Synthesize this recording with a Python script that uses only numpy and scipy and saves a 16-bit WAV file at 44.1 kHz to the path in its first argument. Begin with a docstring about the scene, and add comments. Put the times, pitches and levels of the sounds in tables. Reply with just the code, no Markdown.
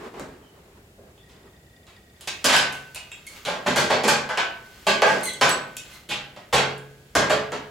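"""A wooden workshop: an engine block swings on a chain hoist over steady low rumble and microphone hiss, made as noise.
First come low scuffing and light knocks, then from about 1.2 to 2.2 s the faint steps of the camera's lens motor.
Hard blows follow to the end: rough spiky noise rings the casting, and decaying sines are the hoist's frame and bar.
Chain links clink as bright chatter, squeak as slipping sawtooths and rustle between blows, most brightly past 5 s.
Noise tails are the shed's answer to knocks and chain; a microphone curve and a limiter end the path."""
import sys
import numpy as np
from scipy import signal
from scipy.fft import rfft, irfft, next_fast_len
from scipy.io import wavfile
from scipy.ndimage import uniform_filter1d, minimum_filter1d, map_coordinates

SR = 44100
rng = np.random.default_rng(int(sys.argv[2]) if len(sys.argv) > 2 else 0)


def store_wav(level_fs):
    """Save 16-bit WAV to argv[1]."""
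    pcm = np.round(np.clip(np.atleast_2d(level_fs), -1, 1) * 32767)
    wavfile.write(sys.argv[1], SR, pcm.T.astype(np.int16))


N = 339570
SPAN = SR  # samples in the longest single ring or shed tail
TOUCH = SPAN // 4  # samples in one contact

# edges of the bands that colour a contact: (frequency [Hz])
BAND_EDGES_HZ = np.array([100, 400, 1200, 2200, 4200, 8000, 15000])
# left-right likeness of diffuse sound in the shed: (frequency [Hz], correlation [-1 to 1])
SHED_ALIKE = [(60, 0.97), (150, 0.98), (380, 0.89), (950, 0.31), (2380, 0.48), (5980, 0.33), (15000, 1)]


def amp(db):
    """Decibels as an amplitude factor."""
    return 10 ** (np.asarray(db) / 20)


def unit(x):
    """A sound scaled to an rms of one over all its channels."""
    return x / np.sqrt(np.mean(x ** 2) + 1e-20)


def along(points, hz):
    """Values between (frequency [Hz], value) points, on a log frequency axis."""
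    point_hz, value = np.transpose(points)
    return np.interp(np.log(hz + 1), np.log(point_hz + 1), value)


def curve(rows):
    """(time [s], level [dB]) rows as a gain for each sample, silent outside the rows."""
    s, db = np.transpose(rows)
    return amp(np.interp(np.arange(N) / SR, s, db, left=-200, right=-200))


def filtered(x, response):
    """A sound multiplied by a response over frequency, with room for the filter to ring out."""
    size = next_fast_len(x.shape[-1] + 4096)
    spectrum = rfft(x, size) * response(np.fft.rfftfreq(size, 1 / SR))
    return irfft(spectrum, size)[..., :x.shape[-1]]


def coloured(x, points):
    """A sound filtered by (frequency [Hz], gain [dB]) points."""
    return filtered(x, lambda hz: amp(along(points, hz)))


def spread(pair, alike):
    """Two unrelated signals mixed as mid and side to a given left-right likeness at each frequency."""
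    def mid_side(hz):
        angle = np.arccos(np.clip(along(alike, hz), -1, 1)) / 2
        return np.array([np.cos(angle), np.sin(angle)])

    mid, side = filtered(pair, mid_side)
    return np.array([mid + side, mid - side])


def add(out, sound, s):
    """Mix a stereo sound in at a time in seconds, cut at the end of the scene."""
    part = out[:, round(s * SR):][:, :sound.shape[1]]
    part += sound[:, :part.shape[1]]


def peaking(sound, db):
    """A sound scaled so that three times its loudest short-time rms, taken as its peak, meets a level."""
    loudest = np.sqrt(uniform_filter1d(sound.mean(0) ** 2, size=1000).max())
    return sound * amp(db) / (3 * loudest)


def shed(x):
    """Direct sound plus a fresh noise tail: the wooden shed lets each frequency die at its own speed."""
    # reverberation time in the shed: (frequency [Hz], t60 [s])
    shed_t60 = [(100, 0.79), (300, 0.67), (800, 0.51), (2000, 0.49), (5000, 0.37), (13000, 0.23)]
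    # level of the shed's answer over the direct sound: (frequency [Hz], level [dB])
    answer_db = [(100, 12), (500, -0.5), (2000, 5), (6000, 7), (14000, -7.5)]
    hz, t, noise = signal.stft(rng.standard_normal((2, SPAN)), SR, nperseg=256)
    decay = amp(-60 * t / along(shed_t60, hz)[:, None])
    decay = decay / np.linalg.norm(decay, axis=1, keepdims=True)
    decay = decay * amp(along(answer_db, hz))[:, None]
    tail = signal.istft(noise * decay * np.sqrt(len(t) / SPAN), SR, nperseg=256)[1][:, :SPAN]
    tail = np.pad(spread(tail, SHED_ALIKE), ((0, 0), (120, 0)))  # the first walls answer a few ms late
    return x + signal.fftconvolve(x[None], tail, axes=1)[:, :len(x)]


def ringing(modes, s=0, size=SPAN):
    """Decaying sines of an object tapped at time s; each tap finds its modes at new strengths."""
    hz, db, t60 = np.transpose(modes)[:, :, None]
    t = np.arange(size) / SR
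    scatter_db = rng.normal(0, 2, hz.shape)
    decay = amp(db + scatter_db - 60 * t / t60)
    return (decay * np.sin(2 * np.pi * hz * (t + s))).sum(0)


def struck(source, modes, ring_db):
    """A contact heard directly and through the short modes of the part it shakes."""
    ring = ringing(modes, size=TOUCH)
    ring = ring / np.linalg.norm(ring)
    return source + amp(ring_db) * signal.fftconvolve(source, ring)[:len(source)]


def tilted(band_db, edges_hz, hardness_db):
    """Band levels tipped towards the treble by so many dB an octave: harder contacts are brighter."""
    octaves = np.log2(edges_hz[1:] * edges_hz[:-1] / (edges_hz[0] * edges_hz[1])) / 2
    return np.array(band_db) + hardness_db * octaves


def contact(source, band_db, edges_hz, length, rise, crack_db=-100):
    """A coloured source that swells and dies as parts touch; the first touch adds a bright crack."""
    t = np.arange(TOUCH) / SR
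    shape = (1 - np.exp(-t / rise)) * np.exp(-t / np.clip(length, .002, .08))
    centres = np.sqrt(edges_hz[1:] * edges_hz[:-1])
    density = np.array(band_db) - 10 * np.log10(np.diff(edges_hz))  # band level to level per Hz
    below, above = (centres[0] / 3, density[0] - 20), (16500, density[-1] - 16)
    body = coloured(source, [below, *zip(centres, density), above])
    # treble lifted, the very top lost on the way to the microphone
    edge = filtered(body, lambda hz: hz / (1 + (hz / 11000) ** 4))
    crack = unit(edge) * np.std(body) * amp(crack_db) * np.exp(-t / 0.0016)
    return np.pad(body * shape + crack, (0, SPAN // 2))


def chatter():
    """Rough iron on iron: dense noise spikes of uneven size."""
    return amp(4.18 * rng.standard_normal(TOUCH)) * rng.standard_normal(TOUCH)


def slips(pitch_hz):
    """Stick and slip: a sawtooth whose rate wavers and sags."""
    sag_per_s = 0.6  # share of the starting pitch lost per second
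    waver = .025 * unit(uniform_filter1d(rng.standard_normal(TOUCH), 150))
    rate_hz = pitch_hz * (1 + waver - sag_per_s * np.arange(TOUCH) / SR)
    return np.cumsum(rate_hz / SR) % 1 - .5


def air():
    """The workshop's low rumble and the microphone's hiss: steady noise with one colour and stereo width."""
    # spectrum of the background: (frequency [Hz], relative level per Hz [dB])
    air_colour = [(12, -25), (20, -11), (65, 4), (262, -4), (310, -2.5), (399, -3.5), (459, -8),
                  (698, -9.5), (1030, -19), (1860, -14.5), (2020, -16), (2600, -17.5), (16000, -31)]
    # left-right likeness of the background: (frequency [Hz], correlation [-1 to 1])
    air_alike = [(60, 1.0), (180, 1), (550, 0.86), (1650, -0.58), (4970, -0.089), (15000, 1)]
    noise = coloured(rng.standard_normal((2, N)), air_colour)
    return amp(-53) * unit(spread(noise, air_alike))


def scuffing():
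    """Low scuffing: coloured noise made lumpy by a slow random swell, fading out over the first seconds."""
    # level of the scuffing: (time [s], level [dB])
    scuff_level = [(0.0, -38), (0.16, -42), (0.21, -37.5), (0.37, -49.5), (0.45, -52.5), (0.67, -56),
                   (0.8, -58), (0.96, -71), (1.1, -58), (1.26, -64), (1.45, -53), (1.55, -62), (2.2, -82)]
    colour = [(60, -34), (240, -4.5), (390, 0.5), (550, -10.5),
              (900, -9), (2000, -17), (6000, -32.5), (17000, -51)]  # (frequency [Hz], gain [dB])
    lumps = amp(2.2 * map_coordinates(rng.standard_normal(200), [np.linspace(0, 198, N)]))
    noise = spread(coloured(rng.standard_normal((2, N)), colour), SHED_ALIKE)
    return curve(scuff_level) * unit(lumps * noise)


def lens():
    """The camera's stepping motor: each step gives a short whine and ticks, every second step's ticks stronger."""
    # timing of the motor: (first step [s], step rate [per s])
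    step_timing = 1.2307, 30000 / 1001
    # whine, then two ticks: (frequency [Hz], level [dB], delay after the step [s], width [s])
    step_tones = [(1900, 0, .012, .009), (3550, 3, .002, .0025), (4850, -2, .002, .0025)]
    full_from_s, full_to_s, fade_s = 1.24, 2.2, .08  # the fades lie outside the full run
    first, rate = step_timing
    t = np.arange(N) / SR
    step = np.floor((t - first + 0.01) * rate)
    since = t - first - step / rate
    size = amp(2.8 * rng.standard_normal(300))[step.astype(int) % 300]
    tremble = .7 * unit(uniform_filter1d(rng.standard_normal(N), 200))  # the motor runs unevenly
    tick_gain = amp(-7 * (step % 2))
    tones = 0
    for (hz, db, delay, width), gain in zip(step_tones, [1, tick_gain, tick_gain]):
        pulse = np.exp(-((since - delay) / width) ** 2 / 2)
        tones = tones + amp(db) * gain * pulse * np.sin(2 * np.pi * hz * t + tremble)
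    running = np.clip(np.minimum(t - full_from_s, full_to_s - t) / fade_s + 1, 0, 1) ** 2
    return amp(-60) * running * size * tones


def rustle():
    """Slack chain between the blows: sparse random touches, coloured and answered by the shed."""
    # level of the rustle before panning: (time [s], level [dB])
    rustle_level = [(2.1, -76), (2.24, -52), (3.25, -55.5), (3.38, -44), (3.5, -55), (4.5, -55.5),
                    (4.7, -51.5), (4.85, -49), (5.7, -56), (5.95, -45.5), (6.1, -60.5), (7.7, -60.5)]
    colour = [(300, 3), (1500, 5.2), (3000, 3.2), (8000, -6.5), (16000, -5)]  # (frequency [Hz], gain [dB])
    size = amp(3 * rng.standard_normal(N)) * rng.standard_normal(N)
    touches = (rng.random(N) < .06) * size
    return curve(rustle_level) * unit(shed(coloured(touches, colour)))


def squeaks():
    """Loaded links stick and slip: short coloured sawtooths, answered by the shed."""
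    # squeaks: (time [s], peak level before panning [dB], starting pitch [Hz],
    # hardness [dB per octave], decay constant [s])
    squeak_rows = [(0.423, -53, 3140, -13, 0.096), (3.269, -29, 2214, -5.5, 0.0055),
                   (5.233, -22.5, 2173, -0.5, 0.03), (5.27, -20.5, 2055, -5.5, 0.023),
                   (5.491, -20, 1980, 1, 0.0073), (5.929, -38.5, 2030, -5, 0.013)]
    # an average squeak in the bands from 1200 Hz up: (level [dB])
    squeak_bands = [-21.5, -5.5, -3.5, 10]
    out, edges = np.zeros((2, N)), BAND_EDGES_HZ[2:]
    for s, db, pitch_hz, hardness_db, length in squeak_rows:
        bands = tilted(squeak_bands, edges, hardness_db)
        squeak = contact(slips(pitch_hz), bands, edges, length, rise=0.00098)
        add(out, peaking(shed(squeak), db), s)
    return out


def clinks():
    """Links meet: short bright chatter rings the modes of a link, answered by the shed."""
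    # clinks: (time [s], peak level before panning [dB], pitch of the strongest nominal mode [Hz],
    # hardness [dB per octave], ring over direct contact [dB], decay constant [s])
    clink_rows = [(1.1807, -48, 3550, -9, -3, 0.0039), (2.2117, -34, 2930, -3.5, -36, 0.027),
                  (2.727, -31, 2720, -3.5, -11, 0.039), (2.949, -28, 2860, -2.5, -6, 0.011),
                  (2.961, -25, 2630, -7.5, -12, 0.016), (3.119, -28, 2720, -6.5, -1, 0.01),
                  (3.269, -34, 2300, 0, -11, 0.039), (5.212, -31, 2480, -9, -16, 0.0064),
                  (5.234, -26, 8800, 9, 6, 0.0032), (5.2575, -21, 8740, 4, 6, 0.0048),
                  (5.293, -25.5, 3355, -4, 9, 0.008), (5.337, -28.5, 8600, -4, -16, 0.0022),
                  (5.513, -19.5, 7880, 12, 22, 0.0062), (5.7697, -24, 2790, -1, -9.5, 0.0062),
                  (6.782, -43, 3300, 2, -11, 0.0054)]
    # an average clink in the bands from 400 Hz up: (level [dB])
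    clink_bands = [-12.5, -14.5, 3, -3.5, 7.5]
    # modes shared by the links: (frequency [Hz], relative level [dB], t60 [s])
    link_modes = [(1650, -7, .03), (2640, 0, .025), (2950, -3, .02), (3350, -3, .035), (3740, -4, .03),
                  (4500, -10, .012), (7620, -3, .012), (8300, -5, .01), (9150, -5, .01), (9850, -8, .01),
                  (10800, -9, .01)]
    out, edges = np.zeros((2, N)), BAND_EDGES_HZ[1:]
    for s, db, link_hz, hardness_db, ring_db, length in clink_rows:
        bands = tilted(clink_bands, edges, hardness_db)
        touch = contact(chatter(), bands, edges, length, rise=0.0017, crack_db=11)
        clink = struck(touch, link_modes + [(link_hz, 4, .05)], ring_db)
        add(out, peaking(shed(clink), db), s - .002)
    return out


def chain():
    """The whole chain: clinks, squeaks and rustle, a little stronger on the right."""
    return (clinks() + squeaks() + rustle()) * amp([[-.4], [.4]])


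def hoist():
    """Post, frame and bar take up a blow a moment late; a new blow feeds the ring already there."""
    # blows that leave the long steel parts ringing: (time [s], post [dB], frame [dB], bar [dB])
    ring_rows = [(2.45, -40, -54, -26), (2.54, -44, -54, -18.5), (3.67, -36, -39.5, -49),
                 (3.765, -56, -49, -33), (3.905, -48, -63, -42), (4.08, -44, -56, -30.5),
                 (4.295, -68, -52, -32), (4.38, -70, -70, -26.5), (4.872, -46, -52, -24),
                 (5.025, -46, -39.5, -23), (5.414, -41.5, -55, -21.5), (6.1, -47, -67, -45),
                 (6.532, -29, -33, -29.5), (7.155, -31, -39, -50), (7.303, -50, -31, -33.5)]
    # modes of the post: (frequency [Hz], relative level [dB], t60 [s])
    post_modes = [(64, -3, .3), (97, -2, .5), (138, 0, 1.25)]
    # modes of the frame: (frequency [Hz], relative level [dB], t60 [s])
    frame_modes = [(429, 6, .9), (1287, -9, .65), (1647, -7, 1.3), (1664, -12, 1.1), (12400, -20, .3)]
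    # modes of the steel bar: (frequency [Hz], relative level [dB], t60 [s])
    bar_modes = [(1518, 0, .8), (1527, -11, .6), (1588, 1, .38), (1650, -3, .3), (1701, -1, .4),
                 (1782, -2, .15)]
    out = np.zeros((2, N))
    swell = 1 - np.exp(-np.arange(SPAN) / SR / 0.0076)
    for s, post_db, frame_db, bar_db in ring_rows:
        at = round(s * SR) / SR  # the modes keep their phase from blow to blow
        hum = amp(post_db) * ringing(post_modes, at)
        ring = amp(frame_db) * ringing(frame_modes, at) + amp(bar_db) * ringing(bar_modes, at)
        # the long parts stand off to one side: the right channel hears them some samples later
        left, right = ring + hum, np.roll(ring, 4) + np.roll(hum, 18)
        add(out, swell * np.array([left, right]), s)
    return out


def load():
    """The engine block strikes iron: rough chatter shakes its casting, and the shed answers."""
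    # knocks: (time [s], peak level before panning [dB], hardness [dB per octave], thud over body [dB],
    # clash of loose parts at 2-4 kHz over average [dB], crack of the first touch over body [dB],
    # contact decay constant [s], casting ring over direct contact [dB])
    knock_rows = [(0.143, -34.5, -5, -29, -1, -5, 0.022, -22), (0.2, -25, -7, -1.5, -9, 7, 0.023, -20),
                  (0.986, -39, -7, -2, -22, -17, 0.028, -8), (1.292, -44.5, 2.5, 1.2, 2, -1, 0.043, -19),
                  (1.871, -42.5, 0.5, -30, 2, 1, 0.045, -24),
                  (2.277, -17.5, 3.5, -14, 4, -10, 0.0079, -16.5),
                  (2.446, -7, 4, -11, -2, -3.5, 0.021, -8.5), (2.488, -8.5, 0, -39, -0.5, -21, 0.041, -20),
                  (2.529, -6.5, 0.5, -31, 1.5, -4, 0.038, -40),
                  (2.567, -12.5, 7, -3, -6.5, 11, 0.017, -0.5), (3.454, -19, 2, -3, 5.5, 2, 0.038, -21),
                  (3.473, -15, -1.5, -22, -7, -27, 0.044, -10.5),
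                  (3.664, -9, -1, -10.5, -1.8, -22, 0.035, -18.5),
                  (3.763, -8, 1.65, -15, -4, -5.5, 0.038, -11.5),
                  (3.901, -7, -2.5, -20.5, -1, -24, 0.034, -18),
                  (4.039, -9.5, 0.5, -5.5, -0.5, -8, 0.026, -11),
                  (4.08, -5, 2, -29, -6.5, -14, 0.024, -13.5), (4.293, -17.5, -3, -53, -4, -7, 0.029, -19),
                  (4.377, -11.5, -2, -23.5, 3.5, -4, 0.023, -49),
                  (4.87, -5.5, 1.16, -17, 2.5, -9, 0.025, -8),
                  (5.023, -0.3, -4.5, -34, -0.5, -2, 0.013, -12), (5.07, -16, 0, -11.5, -5, -6, 0.065, -16),
                  (5.415, -3.5, -1, -20.5, -2.4, -4.5, 0.037, -28),
                  (5.479, -15.5, 1, -13, 4, -7, 0.018, -7), (6.092, -21, 4.5, 3, 8, -13, 0.029, -14),
                  (6.11, -17, -0.2, -38, 6.5, -8, 0.024, -15.5),
                  (6.366, -31.5, -2.8, -14, 0.5, -3.5, 0.02, -23),
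                  (6.53, -5.5, 1, -19, -2.5, -15, 0.029, -11.5), (6.584, -10, -2, -24, 3, -3, 0.012, -27),
                  (7.155, -5, 0.5, -15.5, -6.5, -5, 0.02, -13), (7.198, -13, -1.5, -20, -5, -9, 0.03, -14),
                  (7.3, -7, -1.5, -20, -4, -14, 0.024, -15.5),
                  (7.523, -18.5, -2.5, -12.5, -0.5, -5, 0.027, -35)]
    # an average knock in the bands from 400 Hz up: (level over body [dB])
    knock_bands = [0, -4.5, -4, -11.5, -18]
    # modes of the casting: (frequency [Hz], relative level [dB], t60 [s])
    casting_modes = [(425, 7, 0.2), (568.4, 12, 0.024), (640, 22, 0.027), (879, 13, 0.078),
                     (1172, 21.5, 0.013), (1622, 12, 0.25), (2160, -2, 0.26), (2703, 5, 0.05),
                     (3430, 14, 0.011), (4570, 12.5, 0.052), (5070, 16.5, 0.023), (7940, -22, 0.014)]
    pan_db = -0.93  # left over right
    out = np.zeros((2, N))
    for s, db, hardness_db, thud_db, clash_db, crack_db, length, casting_db in knock_rows:
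        body, clang, clash, edge, sizzle = tilted(knock_bands, BAND_EDGES_HZ[1:], hardness_db)
        bands = [thud_db, body, clang, clash + clash_db, edge, sizzle]
        touch = contact(chatter(), bands, BAND_EDGES_HZ, length, rise=0.0048, crack_db=crack_db)
        knock = struck(touch, casting_modes, casting_db)
        add(out, peaking(shed(knock), db), s - .003)
    return out * amp([[pan_db / 2], [-pan_db / 2]])


def scene():
    """Everything that reaches the microphone, from the background to the swinging load."""
    return air() + scuffing() + lens() + chain() + hoist() + load()


def record(dry):
    """The microphone colours the sound, a limiter holds loud blows down, the top is cut at a band limit."""
    # microphone response: (frequency [Hz], gain [dB])
    microphone = [(25, -6), (45, 0), (200, 0), (300, -4), (420, 0), (6200, -1), (7300, 3), (8300, 0),
                  (16000, 0)]
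    heard = coloured(dry, microphone)
    level = uniform_filter1d(np.abs(heard).max(0), 40)
    gain = (1 + (level / amp(-7.5)) ** 3) ** (-1 / 3)
    gain = uniform_filter1d(minimum_filter1d(gain, 900), 900)  # one smooth gain for both channels
    held = heard * gain
    held = held / (1 + np.abs(held / .7) ** 6) ** (1 / 6)  # the converter rounds off the highest spikes
    return filtered(held, lambda hz: hz < 16300)


dry = scene()
out = record(dry)
store_wav(out)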